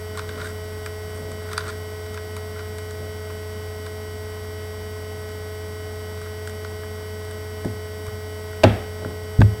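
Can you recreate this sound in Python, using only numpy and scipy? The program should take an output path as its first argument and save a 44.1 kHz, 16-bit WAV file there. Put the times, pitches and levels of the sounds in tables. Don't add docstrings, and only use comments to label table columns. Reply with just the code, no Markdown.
import sys
import numpy as np
from scipy import signal
from scipy.fft import rfft, irfft, next_fast_len
from scipy.io import wavfile

SR = 44100
rng = np.random.default_rng(int(sys.argv[2]) if len(sys.argv) > 2 else 0)


def transcribe(signal):
    frames = np.atleast_2d(signal).T
    limited = np.clip(frames, -1, 1)
    pcm = np.round(limited * 32767).astype(np.int16)
    wavfile.write(sys.argv[1], SR, pcm)


N = 423360


def amp(db):
    return 10 ** (np.asarray(db) / 20)


def unit(x):
    return x / np.sqrt(np.mean(x ** 2) + 1e-20)


def shape(points, hz):
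    f, db = np.transpose(points)
    return amp(np.interp(np.log(hz + 1), np.log(f), db))


def filtered(x, response):
    m = next_fast_len(len(x) + SR // 10)
    spectrum = rfft(x, m) * response(np.fft.rfftfreq(m, 1 / SR))
    return irfft(spectrum, m)[:len(x)]


def noise(points, size):
    return unit(filtered(rng.standard_normal(size), lambda hz: shape(points, hz)))


def wobble(rate):
    knots = rng.standard_normal(int(N * rate / SR) + 4)
    return np.interp(np.arange(N) * rate / SR, np.arange(len(knots)), knots)


def add(track, s, sound):
    start = round(s * SR)
    track[start:start + len(sound)] += sound[:N - start]


def tones(lines, clock, scatter):
    out = np.zeros(len(clock))
    for hz, db in lines:
        turns = hz * clock + scatter * rng.standard_normal()
        phase = np.float32(2 * np.pi * (turns - np.floor(turns)))
        out += amp(db) * np.sqrt(2) * np.cos(phase)
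    return out


def contact(hz, softness):
    return 1 / np.sqrt(1 + (np.pi * hz * softness) ** 6)


def stroke(s, rise_s, fall_s):
    t = np.arange(N) / SR - s
    return amp(-20 * np.minimum(np.maximum(-t / rise_s, t / fall_s), 10))


# f/Hz, level/dB per Hz
AIR_SPECTRUM = [(20, -86), (45, -73.5), (60, -70), (85, -69), (105, -64.5), (135, -71), (330, -72.5),
                (450, -77.5), (700, -73), (870, -78), (1500, -83), (3000, -89), (6500, -95), (15500, -94)]


def air():
    return filtered(rng.standard_normal(N), lambda hz: shape(AIR_SPECTRUM, hz)) * np.sqrt(SR / 2)


# f/Hz, level/dB rms
WHINE_TONES = [(8000, -58.0), (9456, -68.5), (9864, -66.5), (9893, -72), (11053, -75), (12196, -67),
               (12509, -70.4), (12947, -68), (13698, -72.1), (15248, -68)]
# f/Hz, relative level/dB
BUZZ_SPECTRUM = [(5000, -37), (8300, 3), (9000, -5), (9650, 1), (10200, -4.5), (12200, 1), (14000, -6),
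                 (14700, -11), (15400, -13)]


def electronics(buzz_db=-58):
    pattern = rng.standard_normal(round(SR / 29.6))
    buzz = noise_loop = np.resize(pattern, N)
    buzz = unit(filtered(noise_loop, lambda hz: shape(BUZZ_SPECTRUM, hz)))
    whine = tones(WHINE_TONES, np.arange(N) / SR, scatter=0.91)
    return whine + amp(buzz_db) * buzz


MOTOR_HZ = 213.68
# multiple of its pitch, level/dB rms
MOTOR_PARTIALS = [(1, -53), (2, -37), (3, -47), (5, -59.5), (6, -55), (7, -52), (8, -64.5), (9, -50),
                  (10, -54), (11, -64), (13, -77.5), (14, -57), (15, -60.5), (16, -63), (17, -66),
                  (18, -64), (19, -69.5), (21, -63.5), (22, -57.5), (23, -60), (25, -60.5), (26, -57),
                  (27, -62), (29, -68.5), (30, -68.5), (34, -75), (37, -71)]
# f/Hz, level/dB rms
FAN_TONES = [(54.6, -69), (59.8, -58), (72, -56), (90.1, -35.0), (188.2, -58.5), (218.4, -58), (491, -59),
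             (873.5, -60), (1038, -58.5), (1529, -61.5), (1966, -61.5)]


def machines():
    motor_clock = np.cumsum(1 + .00007 * wobble(1.45)) / SR
    fan_clock = np.cumsum(1 + 0.000903 * wobble(1.22)) / SR
    turn = np.linspace(0, 1, 4096)
    pulse = tones([(round(k), db) for k, db in MOTOR_PARTIALS], turn, scatter=.075)
    motor = np.interp(motor_clock * MOTOR_HZ % 1, turn, pulse)
    beating = tones([(2987.5, -67)], motor_clock, scatter=1)
    return motor + beating + tones(FAN_TONES, fan_clock, scatter=1)


# t/s of strongest drag, run-up/s, level/dB rms at the strongest drag
ARM_BRUSHES = [(0.38, 0.24, -40), (1.22, 0.21, -40), (1.68, 0.47, -46), (3.02, .1, -39), (8.1, .25, -52),
               (9.08, 0.18, -37), (9.58, .3, -46)]
# f/Hz, relative level/dB
BRUSH_RUMBLE = [(18, -12), (30, -9), (65, 4), (105, -9), (140, 6.5), (200, 3.5), (330, -2.5), (650, -1),
                (900, -22), (2000, -45), (5000, -80)]
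BRUSH_FADE_SHARE = 1.9


def arms(uneven_db=1.5):
    drag = np.zeros(N)
    for s, run_up, db in ARM_BRUSHES:
        drag += amp(db) * stroke(s, run_up, BRUSH_FADE_SHARE * run_up)
    return drag * amp(uneven_db * wobble(25)) * noise(BRUSH_RUMBLE, size=N)


# f/Hz, width/Hz, level/dB
CUBE_RESONANCES = [(1012, 130, -2), (1360, 240, 5.5), (1520, 295, 4.5), (2320, 520, -8), (2980, 760, -12.5),
                   (3710, 430, -6), (4800, 500, -10.5), (6260, 440, -14.5), (7400, 780, -18.5),
                   (8630, 550, -13.5), (12700, 4000, -33)]


def resin(hz, shift=0, vary_db=0):
    response = 0
    for k, (centre, width, db) in enumerate(CUBE_RESONANCES):
        centre = centre * np.exp(shift * rng.standard_normal())
        gain = (-1) ** k * amp(db + vary_db * rng.standard_normal())
        response = response + gain * 1j * hz * width / (centre ** 2 - hz ** 2 + 1j * hz * width)
    return response


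# pass bands, low and high f/Hz
BANDS = [signal.butter(3, band, "bandpass", fs=SR, output="sos")
         for band in [(900, 2200), (2200, 7000), (7000, 15500)]]


def cube_bands(force, shift=0, vary_db=0):
    answer = irfft(resin(np.fft.rfftfreq(1024, 1 / SR), shift, vary_db))
    ring = signal.oaconvolve(force, answer)[:len(force)]
    return [signal.sosfilt(band, ring) for band in BANDS]


# t/s of fastest slide, run-up/s,
# body level/dB, hiss level/dB (both before the body and hiss trims in rubbing)
FACE_TWISTS = [(0.19, .04, -36.5, -52), (0.32, .08, -37, -62), (0.41, 0.058, -33.5, -55),
               (0.465, .1, -33, -42.5), (1.17, .08, -47, -48), (1.52, 0.15, -39, -52),
               (1.61, 0.15, -34, -58), (1.7, 0.13, -34.5, -50), (2.59, .08, -41, -60), (6.27, .1, -47, -68)]
TWIST_STOP_S = 0.076
GRIP_BODY_DB, GRIP_HISS_DB = -69.5, -64


def rubbing(grain_db=5, body_db=-1.5, hiss_db=-2, edge_db=-8):
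    body_gain, hiss_gain = amp(GRIP_BODY_DB), amp(GRIP_HISS_DB)
    for s, run_up, body_level, hiss_level in FACE_TWISTS:
        slide = stroke(s, run_up, TWIST_STOP_S)
        body_gain = np.hypot(body_gain, amp(body_level) * slide)
        hiss_gain = np.hypot(hiss_gain, amp(hiss_level) * slide)
    slips = rng.standard_normal(N) * amp(grain_db * wobble(260))
    body, edge, tick = map(unit, cube_bands(slips))
    low_rub = amp(body_db) * body_gain * (body + amp(edge_db) * edge)
    return low_rub + amp(hiss_db) * hiss_gain * tick


HANDLED_S = (0.3, 8.3)
LOOSE_DB, LOOSE_SPREAD_DB, LOOSE_SOFTNESS_S = -52.5, 2, .00003


def loose_ticks(count=12):
    return [(rng.uniform(*HANDLED_S), LOOSE_DB + LOOSE_SPREAD_DB * rng.standard_normal(), LOOSE_SOFTNESS_S)
            for _ in range(count)]


# t/s, level/dB before the part levels and dulling, contact softness/s
PIECE_CLICKS = [(0.1502, -41, .00012), (0.173, -35, 0.000038), (0.182, -39, .00005),
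                (0.192, -31.5, 0.000053), (0.29, -36, 0.00006), (0.86, -33.5, 0.000043),
                (1.3155, -44, .00002), (1.531, -32, 0.000044), (1.5776, -21.5, .00005),
                (1.5924, -40, .00006), (1.679, -44, .00002), (1.6869, -40, .00005), (1.6958, -39, .000055),
                (2.062, -45, 0.000046), (2.1428, -39.5, 0.000043), (2.174, -35, 0.000085),
                (2.3648, -39, 0.000032), (2.5593, -42, .00014), (2.5913, -36.5, 0.000096),
                (2.783, -40.5, .000035), (2.908, -43, .000035), (3.3, -41, .00013), (3.8625, -39.5, .00005),
                (4.4469, -44, .00016), (6.214, -44, 0.000037), (6.2578, -42, .00014),
                (6.473, -35, 0.000044), (6.4951, -44.5, .00003), (6.646, -35, 0.00009),
                (6.832, -42, .00012), (7.3102, -43, .00003), (7.647, -45, .00002), (8.065, -45, .00002),
                (8.0796, -42.5, .00015), (8.5298, -42, .00012), (9.046, -34, .00015),
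                (9.4046, -36.5, 0.000049)]
# centre f/Hz, level/dB
CLICK_BALANCE = [(1400, 0), (3800, -4.5), (9000, -1.5)]


def clicks(snap_t60=0.0088, tail_db=-26, tail_t60=0.074, seat_s=0.0018):
    out, t = np.zeros(N), np.arange(SR // 10) / SR
    head = SR // 100
    for s, db, softness in PIECE_CLICKS + loose_ticks():
        snap, tail = rng.standard_normal((2, len(t)))
        force = snap * amp(-60 * t / snap_t60) + tail * amp(tail_db - 60 * t / tail_t60)
        force = force * (1 - np.exp(-t / seat_s))
        bands = cube_bands(force, shift=.03, vary_db=1.5)
        for band, (hz, part_db) in zip(bands, CLICK_BALANCE):
            level = amp(db + part_db) * contact(hz, softness)
            add(out, s, level * band / np.std(band[:head]))
    return out


# t/s, push level/dB, boom level/dB, contact softness/s, clack level/dB
TABLE_BLOWS = [(7.6466, -27, -25, 0.00038, -37), (7.6551, -9.5, -18.5, 0.0009, -52),
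               (7.6619, -16, -27, 0.00069, -60), (8.078, -29, -26, 0.002, -60),
               (8.6348, -12, -13, 0.00013, -21), (8.638, 0, -1.5, 0.00018, -8),
               (8.6476, -15, -20, 0.00053, -11), (9.021, -33, -30, 0.00032, -46),
               (9.047, -29, -23.5, 0.00052, -50), (9.058, -23, -40, 0.0008, -52),
               (9.3882, -2.5, -1, .0016, -60), (9.4053, -0.5, -7.5, 0.0011, -50),
               (9.4165, -13, -26, 0.0003, -10.5), (9.4271, -5.5, -5.5, 0.0016, -60)]
# f/Hz, level/dB relative to the boom, t60/s
TABLE_MODES = [(36.3, -38, 0.49), (63.4, -21, 0.48), (76.2, -14, 0.4), (104.1, -1.5, 0.28),
               (155.8, -15, 0.066), (192, -17.5, 0.44), (217.6, -13.5, 0.3), (250.8, -6.5, 0.18),
               (321, -3, 0.073), (373, -11, 0.21), (394, -5.5, 0.082), (539, -5, 0.088), (590, -27, 0.67),
               (625, 7.5, 0.036), (834, -5.5, 0.082)]
# f/Hz, relative level/dB
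CLACK_SPECTRUM = [(200, -17), (500, -3), (780, 6), (1100, 4.5), (1300, 0), (1550, 7), (1780, 4),
                  (2000, -34), (2500, -6), (4000, -20), (6500, -30), (10000, -50), (16000, -60)]
# f/Hz, relative level/dB
CRACK_SPECTRUM = [(500, -20), (1500, -10), (2400, 7.5), (4000, -2), (6500, -12), (10000, -19), (16000, -30)]
# f/Hz, relative level/dB
RATTLE_SPECTRUM = [(100, 6), (300, 8), (700, 11), (1100, -4.5), (1550, 0), (2500, -5), (3500, -7.5),
                   (4600, -20), (7000, -28), (16000, -46)]
CRACK_SOFTNESS_S, CRACK_DB_PER_OCTAVE = .00017, 18
RATTLE_DB, RATTLE_LOSS_DB_PER_S = -11, 36000


def knocks(swell_cycles=1.2, clack_t60=0.023, crack_t60=0.025, rattle_t60=0.55):
    out, t = np.zeros(N), np.arange(SR * 3 // 5) / SR

    def burst(points, db, t60):
        return noise(points, size=len(t)) * amp(db - 60 * t / t60)

    hz, db, t60 = np.transpose(TABLE_MODES)[:, :, None]
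    swell = 1 - np.exp(-t * hz / swell_cycles)
    modes = swell * amp(db - 60 * t / t60) * np.sin(2 * np.pi * hz * t)
    for s, push_db, boom_db, softness, clack_db in TABLE_BLOWS:
        u = t / softness - 3.5
        push = -amp(push_db) * u * np.exp(-u * u / 2)
        boom = amp(boom_db) * np.sum(contact(hz, softness) * modes, axis=0)
        crack_db = clack_db - CRACK_DB_PER_OCTAVE * np.log2(softness / CRACK_SOFTNESS_S)
        rattle_db = boom_db + RATTLE_DB - RATTLE_LOSS_DB_PER_S * softness
        impact = burst(CLACK_SPECTRUM, clack_db, clack_t60) + burst(CRACK_SPECTRUM, crack_db, crack_t60)
        impact = impact * (1 - np.exp(-t / softness))
        add(out, s, push + boom + impact + burst(RATTLE_SPECTRUM, rattle_db, rattle_t60))
    return out


def scene():
    background = air() + electronics() + machines()
    mono = background + arms() + rubbing() + clicks() + knocks()
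    return np.array([mono, mono])


TOP_HZ = 15830


def record(dry):
    held = dry / (1 + np.abs(dry) ** 8) ** (1 / 8)
    return np.array([filtered(side, lambda hz: hz < TOP_HZ) for side in held])


dry = scene()
out = record(dry)
transcribe(out)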